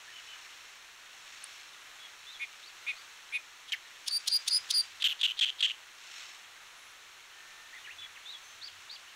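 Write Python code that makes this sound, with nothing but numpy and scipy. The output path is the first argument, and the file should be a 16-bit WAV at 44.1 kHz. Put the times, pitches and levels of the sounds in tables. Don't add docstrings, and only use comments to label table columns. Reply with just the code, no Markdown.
import sys
import numpy as np
from scipy import signal
from scipy.fft import rfft, irfft
from scipy.io import wavfile
from scipy.ndimage import uniform_filter1d, map_coordinates

SR = 44100
rng = np.random.default_rng(int(sys.argv[2]) if len(sys.argv) > 2 else 0)


def transcribe(u):
    v = np.clip(np.atleast_2d(u).T, -1, 1)
    q = np.round(v * 32767).astype(np.int16)
    wavfile.write(sys.argv[1], SR, q)


N = 403515


def undb(db):
    return 10 ** (np.asarray(db) / 20)


def level(x, db):
    return x * undb(db) / np.sqrt(np.mean(x ** 2) + 1e-20)


def add(out, t_s, x):
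    i = int(t_s * SR)
    out[i:i + len(x)] += x[:len(out) - i]


def progress(length_s):
    return np.linspace(0, 1, max(int(length_s * SR), 64))


def phase_rad(hz):
    return 2 * np.pi * np.cumsum(hz) / SR


def gate(u, rise, fall):
    return np.sin(np.pi / 2 * np.clip(np.minimum(u / rise, (1 - u) / fall), 0, 1)) ** 2


def wobble(size, hz):
    points = rng.standard_normal(int(size * hz * 2 / SR) + 8)
    return map_coordinates(points, [2 + np.arange(size) * hz * 2 / SR], order=3, mode="nearest")


def colour(x, points):
    hz, db = np.transpose(points)
    size = 4096
    bins_hz = np.maximum(np.fft.rfftfreq(size, 1 / SR), 1)
    gain = undb(np.interp(np.log(bins_hz), np.log(hz), db))
    cepstrum = irfft(np.log(gain))
    cepstrum[1:size // 2] *= 2
    cepstrum[size // 2 + 1:] = 0
    return signal.fftconvolve(x, irfft(np.exp(rfft(cepstrum))))[:len(x)]


def resonate(x, hz, width_hz, stages=1):
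    for _ in range(stages):
        x = signal.lfilter(*signal.iirpeak(hz, hz / width_hz, fs=SR), x)
    return x


def swells(rows, floor_db):
    t = np.arange(N) / SR
    power = sum(undb(db) ** 2 * np.exp(-((t - t_s) / half_s) ** 2) for t_s, half_s, db in rows)
    return np.sqrt(undb(floor_db) ** 2 + power)


# f/Hz, gain/dB
WATER_SPECTRUM = [(30, -9.5), (62, -17), (95, -11.5), (135, -17.5), (260, -16), (350, -9.5), (500, -10),
                  (1300, 1), (2000, 1.5), (4200, -3), (4900, -11.5), (6200, -5), (7800, -11.5),
                  (9200, -15.5), (15500, -22.5)]
# f/Hz, gain/dB
SIDE_SPECTRUM = [(60, -22), (250, -4), (500, 9), (1000, 7.5), (2000, 3), (5000, -12), (10000, -3.5),
                 (14000, -38)]
# f/Hz, gain/dB
RUSTLE_SPECTRUM = [(500, -26.5), (1300, -4.5), (2400, 0.5), (4200, -1), (4900, -10), (5500, -8), (6200, -5),
                   (7000, -6.5), (8200, -12), (9200, -26), (15000, -31.5)]
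# f/Hz, width/Hz, level/dB re rustle
RUSTLE_BANDS = [(5450, 130, -10.5), (2657, 140, -9.5)]
# peak t/s, half width/s, level/dB
RUSTLE_SWELLS = [(0.33, 0.38, -55), (1.42, 0.23, -53), (2.7, 0.79, -59), (4.55, 0.41, -51.5),
                 (6.2, 0.13, -48.5), (8.75, 0.35, -63)]
# peak t/s, half width/s, level/dB
RUMBLE_SWELLS = [(0.05, 0.18, -80), (4.7, 0.3, -79.5), (8.0, 0.11, -75), (8.72, 0.15, -75.5)]


def lakeside(water_db=-53.5, sway_db=0.6, grain_db=2.5, side_db=-86):
    water = level(colour(rng.standard_normal(N), WATER_SPECTRUM), water_db)
    water *= undb(sway_db * wobble(N, 3))
    grains = rng.standard_normal(N) * undb(grain_db * wobble(N, 150))
    rustle = level(colour(grains, RUSTLE_SPECTRUM), 0)
    for hz, width_hz, db in RUSTLE_BANDS:
        rustle += level(resonate(rng.standard_normal(N), hz, width_hz), db)
    rustle *= swells(RUSTLE_SWELLS, floor_db=-62.5)
    rumble = level(resonate(rng.standard_normal(N), hz=91, width_hz=56, stages=2), 0)
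    rumble *= swells(RUMBLE_SWELLS, floor_db=-91)
    side = level(colour(rng.standard_normal(N), SIDE_SPECTRUM), side_db)
    return water + rustle + rumble + np.array([[1], [-1]]) * side


SYLLABLE_SHAPES = {"arch": [(0, 0.96), (.04, 0.98), (.079, .93)], "coo": [(0, 0.85), (.03, 0.99),
                   (.062, .8)], "drop": [(0, 1), (.029, .5)], "slur": [(0, .82), (.05, .91), (.075, 1),
                   (.095, .85), (.128, .77)], "hook": [(0, .63), (.028, .86), (.058, 0.95), (.068, .88),
                   (.078, .62), (.092, .44)], "warble": [(0, .88), (.018, 0.98), (.04, .54), (.056, .57),
                   (.075, .87), (.096, 1)]}


def contour_hz(name, top_hz):
    t_s, ratio = np.transpose(SYLLABLE_SHAPES[name])
    shape = np.interp(progress(t_s[-1]) * t_s[-1], t_s, ratio)
    return top_hz * uniform_filter1d(shape, size=180, mode="nearest")


def far_note(hz, db, waver=0.0065, flicker_db=3, upper_ratio=1.12, upper_db=-14, reach_hz=5100):
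    size = len(hz)
    slope_per_s = np.gradient(np.log(hz)) * SR
    hoarse = waver + 0.0015 * np.abs(slope_per_s)
    phase = phase_rad(hz * (1 + hoarse * wobble(size, 606)))
    upper = undb(upper_db) * np.minimum(hoarse / 0.0068, 1) * np.sin(upper_ratio * phase)
    fall_loss = 1 + 0.016 * np.maximum(-slope_per_s, 0)
    treble_loss = np.hypot(1, (hz / reach_hz) ** 6)
    envelope = gate(np.linspace(0, 1, size), 0.14, 0.15) / fall_loss / treble_loss
    flicker = undb(flicker_db * wobble(size, 129.96))
    return level((np.sin(phase) + upper) * envelope * flicker, db)


# t/s, syllable, top f/Hz, level/dB
FAR_NOTES = [(0.075, "coo", 1970, -55), (0.121, "arch", 3110, -52), (0.275, "arch", 3110, -50.5),
             (0.445, "drop", 2700, -56), (1.39, "hook", 4900, -63), (1.99, "arch", 3490, -54.5),
             (2.255, "slur", 4070, -51.5), (2.622, "hook", 4850, -55), (2.945, "hook", 5050, -59),
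             (7.727, "coo", 2140, -50), (7.837, "warble", 3080, -49), (7.979, "arch", 3560, -47),
             (8.155, "drop", 3100, -52), (8.245, "slur", 4100, -47.5), (8.608, "hook", 5150, -47),
             (8.886, "hook", 5080, -48)]
# delay/s, f/top pitch, level/dB re arch
DROPS_UNDER_ARCH = [(0.037, 1, -4), (0.066, 0.78, -8)]
# t/s, length/s, f/Hz, level/dB, waver/pitch
THIN_WHISTLES = [(6.76, 0.18, 10700, -71, 0.028), (7.30, 0.44, 1795, -61.5, 0.006),
                 (8.416, 0.13, 6220, -62.5, 0.0078)]


def far_birds():
    out = np.zeros(N)
    for t_s, name, top_hz, db in FAR_NOTES:
        add(out, t_s, far_note(contour_hz(name, top_hz), db))
        if name == "arch":
            for delay_s, ratio, drop_db in DROPS_UNDER_ARCH:
                add(out, t_s + delay_s, far_note(contour_hz("drop", ratio * top_hz), db + drop_db))
    for t_s, length_s, hz, db, waver in THIN_WHISTLES:
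        add(out, t_s, far_note(hz * np.ones_like(progress(length_s)), db, waver))
    return out


def faint_chirps(count=14, low_hz=1700, high_hz=4200, db=-61, spread_db=2):
    out = np.zeros(N)
    for when, pitch, loudness, kind in rng.random((count, 4)):
        hz = contour_hz("coo" if kind > .5 else "drop", low_hz + pitch * (high_hz - low_hz))
        add(out, when * N / SR, far_note(hz, db + spread_db * (2 * loudness - 1)))
    return out


def high_tick(t_s=1.44, length_s=0.0046, hz=9200, db=-39, jitter=0.072):
    out, u = np.zeros(N), progress(length_s)
    tone = np.sin(phase_rad(hz * (1 + jitter * wobble(len(u), 2300))))
    add(out, t_s, level(tone * gate(u, 0.28, 0.53), db))
    return out


def syrinx_pulses(size, rate_hz, jitter):
    turns = np.cumsum(rate_hz * np.exp(jitter * wobble(size, rate_hz / 2))) / SR
    return np.diff(np.floor(turns), prepend=-1)


# f/throat pitch, width/Hz, gain/dB
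THROAT_MODES = [(1, 270, 4.5), (1.5, 420, -11.5)]
# t/s, pulse rate/Hz, throat f/Hz, level/dB, buzz/dB re body, pressure skew (>1 crests late)
CROAK_NOTES = [(2.394, 275, 2336, -37.5, -30, 1.16), (2.862, 278.3, 2410, -34, -33, 1.14),
               (3.320, 278.5, 2420, -33.5, -24, 1.38)]


def croaks(length_s=0.058, bend=0.083):
    out, u = np.zeros(N), progress(length_s)
    for t_s, rate_hz, throat_hz, db, buzz_db, skew in CROAK_NOTES:
        pressure = np.abs(np.sin(np.pi * u ** skew))
        train = syrinx_pulses(len(u), rate_hz, jitter=0.013)
        train *= (0.37 + pressure ** 1.3) * gate(u, .04, 0.087)
        body = sum(undb(gain_db) * resonate(train, ratio * throat_hz, width_hz, stages=2)
                   for ratio, width_hz, gain_db in THROAT_MODES)
        buzz = resonate(train, hz=10000, width_hz=1700, stages=2)
        voice = level(body, 0) + level(buzz, buzz_db)
        warped_index = np.cumsum(1 + bend * (pressure - .9))
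        add(out, t_s, level(map_coordinates(voice, [warped_index], order=3), db))
    return out


# f/Hz, gain/dB
BEAK_SPECTRUM = [(1000, -38), (2300, -18.5), (3300, -3), (4300, 3), (5400, -3.5), (6500, -6.5),
                 (7500, -15.5), (9000, -11), (9700, -6), (10700, -19), (15000, -27)]


def creak(length_s, db, throat_hz=3400, edge_db=-9, rate_hz=410):
    u = progress(length_s)
    train = syrinx_pulses(len(u), rate_hz, jitter=0.24) * (0.53 + u)
    throat = resonate(train, throat_hz, width_hz=1000, stages=2)
    edge = colour(train, BEAK_SPECTRUM)
    return level(level(throat, 0) + level(edge, edge_db), db)


# f/mean pitch, gain/dB
RASP_SPECTRUM = [(.3, -21), (.52, -4.5), (.8, -1), (1.25, 4), (1.65, -10.5), (2.1, -8.5), (2.65, -12),
                 (3.3, -30), (4.8, -39)]


def rasp(length_s, start_hz, end_hz, db, flutter_hz, depth, hiss_db, sizzle_db, fade_db):
    u = progress(length_s)
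    size = len(u)
    pitch_hz = (start_hz + (end_hz - start_hz) * u) * (1 + 0.0663 * wobble(size, 520))
    swing = 1 + 0.8 * (wobble(size, 420) + 1j * wobble(size, 420))
    phase = phase_rad(pitch_hz) + np.angle(swing)
    tone = (np.sin(phase) + undb(-28) * np.sin(2 * phase)) * np.tanh(0.97 * np.abs(swing))
    mean_hz = (start_hz + end_hz) / 2
    hiss = colour(rng.standard_normal(size), [(k * mean_hz, gain_db) for k, gain_db in RASP_SPECTRUM])
    sizzle = resonate(rng.standard_normal(size), hz=12200, width_hz=3000, stages=2)
    flutter = phase_rad(flutter_hz * (1 + 0.051 * wobble(size, 68)))
    puffs = 1 - depth * np.cos(flutter / 2) ** 2
    voice = level(tone, 0) + level(hiss, hiss_db) + level(sizzle, sizzle_db)
    envelope = undb(fade_db * u) * gate(u, 0.00079 / length_s, 0.0025 / length_s)
    return level(voice * puffs * envelope, db)


def gulp(t_s=3.7198, creak_lead_s=0.042, fall_delay_s=0.0102):
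    out = np.zeros(N)
    add(out, t_s - creak_lead_s, creak(length_s=0.025, db=-48))
    chip = rasp(length_s=0.0099, start_hz=2940, end_hz=3420, db=-31, flutter_hz=240, depth=0.3,
                hiss_db=-6, sizzle_db=-40, fade_db=6)
    fall = rasp(length_s=0.022, start_hz=2940, end_hz=1700, db=-32, flutter_hz=268, depth=0.39,
                hiss_db=-7.5, sizzle_db=-25, fade_db=-13)
    add(out, t_s, chip)
    add(out, t_s + fall_delay_s, fall)
    return out


def click(db, length_s=0.016, rate_hz=950, puff_s=0.00026):
    u = progress(length_s)
    train = syrinx_pulses(len(u), rate_hz, jitter=.3)
    puffs = signal.lfilter([1], [1, -np.exp(-1 / (puff_s * SR))], train) * rng.standard_normal(len(u))
    source = 0.27 * train + undb(-13) * puffs
    ring = np.tanh(level(colour(source, BEAK_SPECTRUM), -13))
    envelope = .05 + np.abs(np.sin(np.pi * u)) ** 1.3
    return level(ring * envelope, db)


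def stutter(hz, db, length_s=0.027, width_hz=1000, octave_db=-9):
    u = progress(length_s)
    train = syrinx_pulses(len(u), rate_hz=900, jitter=0.37) * (.5 + u) * gate(u, 0.083, 0.15)
    source = colour(train, BEAK_SPECTRUM)
    octave = undb(octave_db) * resonate(source, 2 * hz, width_hz)
    return level(resonate(source, hz, width_hz) + octave, db)


def whistle(length_s, hz, slide_hz, db, swell_db, share, sag_hz=44.7, beat_hz=382):
    u = progress(length_s)
    size = len(u)
    pitch_hz = hz + slide_hz * (u - .5) - sag_hz * (2 * u - 1) ** 2
    phase = phase_rad(pitch_hz * (1 + 0.012 * wobble(size, 137)))
    lower_gain = share * np.interp(u, [0, .15, .33, .55, 1], [.5, 1, 1, .3, .3])
    beat = phase_rad(beat_hz * (1 + 0.26 * wobble(size, 63.7)))
    pressure = gate(u, 0.17, 0.24) * undb(swell_db * (u - .7) + 1.2 * wobble(size, 160))
    breath = level(colour(rng.standard_normal(size), BEAK_SPECTRUM), -22)
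    tone = np.zeros(size)
    for k, harmonic_db in enumerate([0, -12, -26], 1):
        upper = np.sin(k * (phase + 0.16 * wobble(size, 700)))
        lower = lower_gain / np.sqrt(k) * np.sin(k * (phase - beat))
        flicker_db = 3.6 * np.sqrt(k - 1) * wobble(size, 131)
        tone += (upper + lower) * undb(harmonic_db + flicker_db) * pressure ** ((k - 1) / 2)
    return level((tone + breath) * pressure / np.hypot(1, lower_gain), db)


# click t/s, wait/s, length/s, f/Hz, slide/Hz, level/dB, swell/dB, lower-voice share
WHISTLE_NOTES = [(4.074, 0.027, 0.088, 4660, 144, -31.5, 9, 0.16),
                 (4.273, 0.035, 0.075, 4790, 90, -27.5, 5, 0.42),
                 (4.475, 0.026, 0.088, 4916, 160, -27.5, 4.5, 0.62),
                 (4.702, 0.029, 0.094, 4796, -300, -27.5, 4, 0.45)]


def clicked_whistles(creak_lead_s=0.011, stutter_lead_s=0.024):
    out = np.zeros(N)
    for t_s, wait_s, length_s, hz, slide_hz, db, swell_db, share in WHISTLE_NOTES:
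        add(out, t_s - creak_lead_s, creak(length_s=0.016, db=-42, edge_db=-1))
        add(out, t_s, click(db + 0.16))
        add(out, t_s + wait_s - stutter_lead_s, stutter(hz, db - 13))
        add(out, t_s + wait_s, whistle(length_s, hz, slide_hz, db, swell_db, share))
    return out


# t/s, length/s, flutter/Hz, rattle rate/Hz, rattle level/dB, hiss/dB re tone, sizzle/dB re tone
RASP_NOTES = [(5.0406, 0.037, 144.4, 148, -33.5, -8.5, -25.5), (5.231, 0.036, 192, 120, -35, -11.5, -33),
              (5.410, 0.04, 199, 135.4, -33.5, -10, -39), (5.625, 0.041, 196, 120.4, -35.5, -11, -43)]


def harsh_syllables(creak_lead_s=0.021, chip_lead_s=0.0193, rattle_gap_s=0.005):
    out = np.zeros(N)
    for t_s, length_s, flutter_hz, rattle_hz, rattle_db, hiss_db, sizzle_db in RASP_NOTES:
        chip_at_s = t_s - chip_lead_s
        add(out, chip_at_s - creak_lead_s, creak(length_s=0.018, db=-42.5, throat_hz=3500, edge_db=-18))
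        chip = rasp(length_s=0.0105, start_hz=3420, end_hz=3420, db=-29.3, flutter_hz=268,
                    depth=0.2, hiss_db=hiss_db + 3, sizzle_db=sizzle_db - 7, fade_db=-3)
        body = rasp(length_s, start_hz=3240, end_hz=2986, db=-25, flutter_hz=flutter_hz,
                    depth=0.29, hiss_db=hiss_db, sizzle_db=sizzle_db, fade_db=-1)
        rattle = rasp(length_s=0.05, start_hz=3150, end_hz=2960, db=rattle_db, flutter_hz=rattle_hz,
                      depth=0.8, hiss_db=hiss_db - 2, sizzle_db=sizzle_db + 3, fade_db=1.5)
        add(out, chip_at_s, chip)
        add(out, t_s, body)
        add(out, t_s + length_s + rattle_gap_s, rattle)
    return out


def warbler(bass_cut_hz=1400):
    phrase = croaks() + gulp() + clicked_whistles() + harsh_syllables()
    return signal.sosfilt(signal.butter(4, bass_cut_hz, "high", fs=SR, output="sos"), phrase)


def bank(x, echo_db, tail_db, t60_s, echo_s=.031):
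    t = np.arange(SR) / SR
    scatter = rng.standard_normal(SR) * undb(-60 * t / t60_s) * (1 - np.exp(-t / 0.0018))
    response = scatter * undb(tail_db) / np.linalg.norm(scatter)
    response[int(echo_s * SR)] += undb(echo_db)
    response = colour(response, [(1500, 0.5), (3200, 3), (4700, 1), (9000, 0.5), (15000, -24)])
    return signal.fftconvolve(x, response)[:N]


def treble_width(x, db, t60_s=0.028, band_hz=(5200, 12000), delay_s=0.0024):
    t = np.arange(SR // 2) / SR
    response = rng.standard_normal(len(t)) * undb(-60 * t / t60_s) * (t > delay_s)
    response *= undb(db) / np.linalg.norm(response)
    treble = signal.sosfilt(signal.butter(2, band_hz, "band", fs=SR, output="sos"), x)
    return np.array([[1], [-1]]) * signal.fftconvolve(treble, response)[:N]


def scene(pan_db=0.17):
    near = warbler() + high_tick()
    far = far_birds() + faint_chirps()
    near += bank(near, echo_db=-24, tail_db=-21.5, t60_s=.28)
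    far += bank(far, echo_db=-33, tail_db=-10, t60_s=0.24)
    mix = near + treble_width(near, db=-29) + far + lakeside()
    return mix * undb(np.array([[pan_db], [-pan_db]]) / 2)


def record(dry):
    return signal.sosfilt(signal.ellip(10, .2, 70, 15700, fs=SR, output="sos"), dry)


dry = scene()
out = record(dry)
transcribe(out)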